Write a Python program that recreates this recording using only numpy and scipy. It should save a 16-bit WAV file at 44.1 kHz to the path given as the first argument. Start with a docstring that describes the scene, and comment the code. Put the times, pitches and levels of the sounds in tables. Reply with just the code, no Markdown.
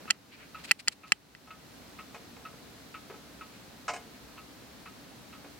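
"""A quiet room with a weight-driven wall clock; a finger pushes the minute hand up to the hour.
The escapement ticks, strike levers knock in the wooden case and one drops with a rattling clunk.
Early on, a control on the camera snaps four times right beside the microphones, amid soft
bumps and swishes of the grip, and the gain control ducks the room."""
import sys
import numpy as np
from scipy import signal
from scipy.fft import rfft, irfft, next_fast_len
from scipy.io import wavfile
from scipy.ndimage import uniform_filter1d, minimum_filter1d

SR = 44100
rng = np.random.default_rng(int(sys.argv[2]) if len(sys.argv) > 2 else 0)


def transcribe(signal):
    """Save signal, clipped to [-1, 1], as a 16-bit WAV file at the path in sys.argv[1]."""
    frames = np.atleast_2d(signal).T
    limited = np.clip(frames, -1, 1)
    pcm = np.round(limited * 32767).astype(np.int16)
    wavfile.write(sys.argv[1], SR, pcm)


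N = 246519
TIME_S = np.arange(N) / SR
AGE_S = TIME_S[:SR // 2]  # time since a contact

# room air and microphone hiss (frequency [Hz], relative level [dB])
AIR_COLOUR = [(15, -46), (25, -24), (55, -13), (114, -5.5), (285, -2.5), (326, -7.5), (439, -10),
              (714, -12), (1100, -15.5), (1260, -15), (3080, -20), (4140, -19.5), (8830, -28.5),
              (14800, -30), (16000, -30.5)]
# stereo width of the air (frequency [Hz], side minus mid [dB])
AIR_WIDTH = [(60, -7.5), (300, -5), (1000, -2.5), (2600, -2.5), (5000, -0.5), (12000, -0.5)]
# room drones and a hiss band (centre [Hz], level [dB], bandwidth [Hz])
DRONES = [(62.8, -69, 14), (290.7, -67, 3), (4160, -72, 640)]

# grip bumps (time [s], level [dB], t60 [s])
GRIP_BUMPS = [(0.004, -52, 0.26), (0.0551, -40.5, 0.029), (0.595, -56, 0.03), (0.642, -58, 0.058)]
# bump spectrum (frequency [Hz], relative level [dB])
GRIP_COLOUR = [(40, -23), (130, -11), (210, 4), (400, 0), (850, -11), (1500, -9), (4000, -30), (16000, -50)]
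# finger slides on the camera, later on the dial (centre time [s], level [dB], half-length [s])
FINGER_SLIDES = [(0.020, -46, 0.056), (0.339, -47.5, 0.037), (0.419, -45.5, 0.058), (0.6, -52.5, 0.036),
                 (0.65, -43.5, 0.014), (0.694, -46, 0.026), (0.801, -39.5, 0.013), (0.926, -42.5, 0.013),
                 (1.083, -51, 0.016), (3.552, -58, 0.043), (4.15, -58, 0.04)]
# slide and crackle spectrum (frequency [Hz], relative level [dB])
FRICTION_COLOUR = [(300, -23), (1200, -11), (2500, -0.5), (3600, -8.5), (4400, -2), (6000, -14.5),
                   (8000, -8), (11000, -15), (16000, -15.5)]
# camera body (frequency [Hz], level [dB], t60 [s], left minus right [dB], left lead [rad])
SHELL_MODES = [(190, -37, 0.05, 20, 4.5), (830, -20, 0.035, -6, 7.5), (1315, -17, 0.012, 17, 4.5),
               (1993, -8.5, 0.019, -3, 1), (2346, -9, 0.011, 6.5, 2), (2640, -8, 0.014, -6.5, 1.5),
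               (3040, -23.5, 0.033, -12, 2.9), (3190, -24.5, 0.024, -20, 0.5), (4290, -3, 0.01, -1.5, 2.0),
               (5217, -3.5, 0.012, 16, -3), (7020, -1, 0.013, -5, 3), (7390, -15, 0.0087, -22.5, 3.5),
               (8320, -9, 0.011, -13.5, 3), (9500, -30, 0.017, -26.5, 5), (10570, -20.5, 0.019, -13, 6),
               (11700, -17, .003, 21, -5.5), (13200, -16, .003, 12, -19), (15100, 4.5, 0.0036, 9.5, -2.5)]
# four loud snaps, one faint
# (time [s], level [dB], corner [Hz], catch lead [s], catch re snap [dB], rebound corner [Hz])
CONTROL_SNAPS = [(0.1075, 2.5, 7600, 0.0044, -18, 2880), (0.7157, 3, 11300, 0.0046, -5, 2180),
                 (0.8825, 3, 8100, 0.0064, -18, 4140), (1.1214, 3.5, 8900, 0.001087, 1, 1940),
                 (1.35, -30, 2500, 0.0016, -30, 1980)]

# escapement beats (time [s], level [dB])
BEATS = [(0.0762, -44), (0.5450, -41), (1.033, -41.5), (1.5040, -40.5), (1.9860, -43), (2.4501, -42.5),
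         (2.9400, -41), (3.4088, -42.5), (4.374, -45), (4.854, -43), (5.3250, -45)]
# tick and tock pallets (mode build-up [cycles], tilt [dB/octave])
PALLET_TONES = [(6.9, 3), (4.1, 1)]
# brass movement (frequency [Hz], level [dB], t60 [s])
BRASS_MODES = [(1272, -9.5, 0.34), (1285.3, 7.5, 0.1), (1454, -8.5, 0.15), (1890, -15, 0.16),
               (2150, -21.5, 0.27), (2350, -15, 0.058), (2520, -27, 0.045), (2601, -3.5, 0.084)]
# movement rattle (frequency [Hz], relative level [dB])
BRASS_COLOUR = [(300, -32), (900, -4), (1300, 6.5), (1600, -6.5), (2700, 2.5), (3150, -10), (4200, -13),
                (8000, -56), (16000, -31)]
# wooden case (frequency [Hz], level [dB], t60 [s])
CASE_MODES = [(461, -12.5, 0.54), (628, -10.5, 0.22), (712, -10.5, 0.24), (854, -5.5, 0.16),
              (1018, -9, 0.14), (1074, -7, 0.11), (1459, -14, 0.18), (1664, -10.5, 0.16), (2130, -13, 0.21),
              (2230, -12, 0.13), (2495, -4, 0.093), (2998, -13.5, 0.19), (3930, -17, 0.12),
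              (5290, -15.5, 0.093), (6180, -15, 0.074), (6830, -19, .09), (7600, -20, 0.1),
              (8580, -16, .08)]
# crack of the case (frequency [Hz], relative level [dB])
CRACK_COLOUR = [(100, -9), (350, -20), (650, 8.5), (1300, -4), (1850, -1.5), (2700, -2.5), (3500, -14),
                (5500, -7), (8600, -7.5), (9500, -21), (16000, -40)]
# thud of the back board (frequency [Hz], relative level [dB])
BOARD_COLOUR = [(60, -26), (160, -11), (330, -11), (450, 1.5), (650, -16), (1200, -14.5), (8000, -45)]
# lever knocks (time [s], level [dB], corner [Hz], brass re knock [dB], thud re knock [dB])
LEVER_KNOCKS = [(1.4730, -51, 4470, 2, -26), (2.1440, -43, 4800, -8.5, -5.5), (2.3640, -53.5, 4000, -10, 1),
                (2.5270, -54, 1500, -10, 4), (3.0978, -46.5, 2820, -9, 5), (3.1390, -51.5, 3000, -2, 4),
                (4.2830, -59, 3200, -7, -15), (5.4430, -50.5, 2010, -18, 2)]

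# stereo widths (frequency [Hz], side minus mid [dB])
CRACKLE_WIDTH = [(2500, -14), (5000, -9)]
BRASS_WIDTH = [(500, -26), (5000, -14)]
CASE_WIDTH = [(500, -24), (3000, -13), (9000, -4)]


def undb(db):
    """Decibels to gain."""
    return 10 ** (np.asarray(db) / 20)


def add(out, time_s, sound):
    """Mix a stereo sound in from time_s."""
    start = max(int(time_s * SR), 0)
    out[:, start:start + sound.shape[1]] += sound[:, :N - start]


def bin_gains(spectrum, size):
    """Gain of a spectrum table at each FFT bin."""
    hz, db = np.transpose(spectrum)
    bins_hz = np.fft.rfftfreq(size, 1 / SR)
    return undb(np.interp(np.log(bins_hz + 1), np.log(hz), db))


def noise(colour, width, size=len(AGE_S)):
    """Coloured stereo noise, mid rms 1."""
    fft_size = next_fast_len(size, True)
    mid_bins, side_bins = rfft(rng.standard_normal((2, fft_size))) * bin_gains(colour, fft_size)
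    mid = irfft(mid_bins, fft_size)[:size]
    side = irfft(side_bins * bin_gains(width, fft_size), fft_size)[:size]
    return np.array([mid + side, mid - side]) / mid.std()


def decay(t60_s):
    """Exponential decay after a blow."""
    return undb(-60 * AGE_S / t60_s)


def soften(x, corner_hz, q=0.85):
    """Springy contact: a resonant low-pass."""
    warped_rate = 0.5 / np.tan(np.pi * min(corner_hz / SR, 0.45))
    b, a = signal.bilinear([1], [1, 1 / q, 1], fs=warped_rate)
    return signal.lfilter(b, a, x)


def ring(modes, build_cycles, spread_rad, tilt_db_per_oct=0):
    """Modes swell, high ones first; reflections put the two channels slightly out of phase."""
    out = 0
    for k, (hz, db, t60_s) in enumerate(modes):
        gain = undb(db + tilt_db_per_oct * np.log2(hz / modes[0][0]))
        swell = 1 - np.exp(-(AGE_S * hz / build_cycles) ** 2)
        phase_rad = k * np.pi + spread_rad * rng.standard_normal((2, 1))
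        out = out + gain * swell * decay(t60_s) * np.sin(2 * np.pi * hz * AGE_S + phase_rad)
    return out


def room(air_db=-52.5):
    """Steady air and hiss with wavering narrow-band drones."""
    fft_size = next_fast_len(N, True)
    bins_hz = np.fft.rfftfreq(fft_size, 1 / SR)
    out = undb(air_db) * noise(AIR_COLOUR, AIR_WIDTH, size=N)
    for hz, db, bandwidth_hz in DRONES:
        resonance = 1 / (1 + (2 * (bins_hz - hz) / bandwidth_hz) ** 2)
        drone = irfft(rfft(rng.standard_normal(fft_size)) * resonance, fft_size)[:N]
        out += undb(db) * drone / drone.std()
    return out


def grip_bumps():
    """Dull thumps as the grip on the camera shifts."""
    out = np.zeros((2, N))
    for time_s, db, t60_s in GRIP_BUMPS:
        add(out, time_s, undb(db) * decay(t60_s) * noise(GRIP_COLOUR, AIR_WIDTH))
    return out


def finger_slides(ridges=115, grain_db=2.0, grain_samples=32):
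    """Skin ridges rub past in grainy swishes; a quicker slide is brighter."""
    out = np.zeros((2, N))
    for centre_s, db, half_s in FINGER_SLIDES:
        steps = np.repeat(rng.standard_normal(len(AGE_S)), grain_samples)[:len(AGE_S)]
        swell = np.exp(-2 * ((AGE_S - 2 * half_s) / half_s) ** 2)
        swish = soften(noise(FRICTION_COLOUR, AIR_WIDTH), ridges / half_s)
        add(out, centre_s - 2 * half_s, undb(db + grain_db * steps) * swell * swish)
    return out


def snap_contacts(catch_hz=2710, scrapes=4, scrape_db=-19.5, stop_q=1.32,
                  rebound_s=0.0006, rebound_db=-3.5):
    """Catch slips, scrapes; control hits its stop, rebounds (time [s], level [dB], corner [Hz], Q)."""
    for time_s, db, stop_hz, lead_s, catch_db, rebound_hz in CONTROL_SNAPS:
        yield time_s - lead_s, db + catch_db, catch_hz, 2.9
        for share in rng.random(scrapes):
            yield time_s - share * lead_s, db + scrape_db, catch_hz, stop_q
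        yield time_s, db, stop_hz, stop_q
        yield time_s + rebound_s, db + rebound_db, rebound_hz, 3.2


def camera_snaps(crackle_db=-31, echo_db=-57):
    """Snaps cross the camera shell; each microphone gets its own level and phase of every mode."""
    out = np.zeros((2, N))
    pan = np.array([[0.5], [-0.5]])
    shell = sum(undb(db + pan * pan_db) * decay(t60_s) * np.sin(2 * np.pi * hz * AGE_S + pan * lead_rad)
                for hz, db, t60_s, pan_db, lead_rad in SHELL_MODES)
    tail = undb(crackle_db) * decay(t60_s=0.026) + undb(echo_db) * decay(t60_s=0.25)
    for time_s, db, corner_hz, q in snap_contacts():
        click = soften(shell, corner_hz, q)
        crackle = soften(tail * noise(FRICTION_COLOUR, CRACKLE_WIDTH), corner_hz)
        add(out, time_s, undb(db) * (click / np.abs(click).max() + crackle))
    return out


def escapement(beat_s=0.477, slide_s=0.0045, rattle_db=-0.5, turn_away_s=4, blur_per_s=3.8):
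    """Teeth slide onto the two pallets in turn; the brass ring builds over milliseconds."""
    out = np.zeros((2, N))
    envelope = decay(t60_s=0.13) * (1 - np.exp(-AGE_S / slide_s))
    for time_s, db in BEATS:
        build_cycles, tilt = PALLET_TONES[round(time_s / beat_s) % 2]
        build_cycles *= 1 + blur_per_s * max(time_s - turn_away_s, 0)  # slower as the camera turns away
        rattle = undb(rattle_db + tilt / 2) * envelope * noise(BRASS_COLOUR, BRASS_WIDTH)
        brass = ring(BRASS_MODES, build_cycles, spread_rad=0.057, tilt_db_per_oct=tilt)
        add(out, time_s, undb(db) * (brass + rattle))
    return out


def chatter(drop_s, drop_db, count=3, gap_s=0.0098, loss_db=1.9,
            corner_hz=5600, brass_db=-0.5, thud_db=-27):
    """The dropped lever rattles in its seat, each contact weaker; rows as LEVER_KNOCKS."""
    return [(drop_s + k * gap_s, drop_db - loss_db * k ** 2, corner_hz, brass_db, thud_db)
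            for k in range(count)]


def bounces(drop_s, drop_db, count=2, flight_s=0.055, restitution=0.46,
            corner_hz=12500, brass_db=-26, thud_db=-11.5):
    """The lever bounces, each flight shorter and each landing softer; rows as LEVER_KNOCKS."""
    speeds = restitution ** np.arange(count)
    times_s = drop_s + flight_s * np.cumsum(speeds)
    levels_db = drop_db + 20 * np.log10(restitution * speeds)
    return [(time_s, db, corner_hz, brass_db, thud_db) for time_s, db in zip(times_s, levels_db)]


def strike_levers(drop_s=3.8797, drop_db=-30.3, echo_db=-22, build_s=0.0018):
    """Levers knock, one drops on the hour: a crack, case and brass ring, the back board thuds."""
    out = np.zeros((2, N))
    case = ring(CASE_MODES, build_cycles=5.1, spread_rad=0.11)
    # a heavy lever wakes mostly the lowest brass modes
    brass = ring(BRASS_MODES, build_cycles=3.6, spread_rad=0.13, tilt_db_per_oct=-9)
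    attack = 1 - np.exp(-AGE_S / build_s)
    tail = decay(t60_s=0.095) + undb(echo_db) * decay(t60_s=0.48)
    contacts = LEVER_KNOCKS + chatter(drop_s, drop_db) + bounces(drop_s, drop_db)
    for time_s, db, corner_hz, brass_db, thud_db in contacts:
        crack = tail * noise(CRACK_COLOUR, CASE_WIDTH)
        thud = undb(thud_db) * decay(t60_s=0.15) * noise(BOARD_COLOUR, CASE_WIDTH)
        blow = attack * (crack + thud) + case + undb(brass_db) * brass
        add(out, time_s, undb(db) * soften(blow, corner_hz))
    return out


def scene():
    """Room, handling and clock."""
    return room() + grip_bumps() + finger_slides() + camera_snaps() + escapement() + strike_levers()


def gain_control(x, limit_db=-4.5, hold_s=0.084, release_db_per_s=16.5):
    """Peaks over the limit cut the gain at once; it holds, then climbs back steadily."""
    peak_db = 20 * np.log10(np.abs(x).max(axis=0) + 1e-9)
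    over_db = np.maximum(peak_db - limit_db, 0)
    half_hold = int(hold_s * SR / 2)
    held_db = -minimum_filter1d(-over_db, 2 * half_hold + 1, origin=half_hold, mode="constant")
    climb_db = release_db_per_s * TIME_S
    cut_db = np.maximum.accumulate(held_db + climb_db) - climb_db
    return x * undb(-uniform_filter1d(cut_db, size=4))


def record(dry, top_hz=16100):
    """Camera gain control, then a steep low-pass."""
    low_pass = signal.ellip(10, 0.2, 70, top_hz, fs=SR, output="sos")
    return signal.sosfilt(low_pass, gain_control(dry))


dry = scene()
out = record(dry)
transcribe(out)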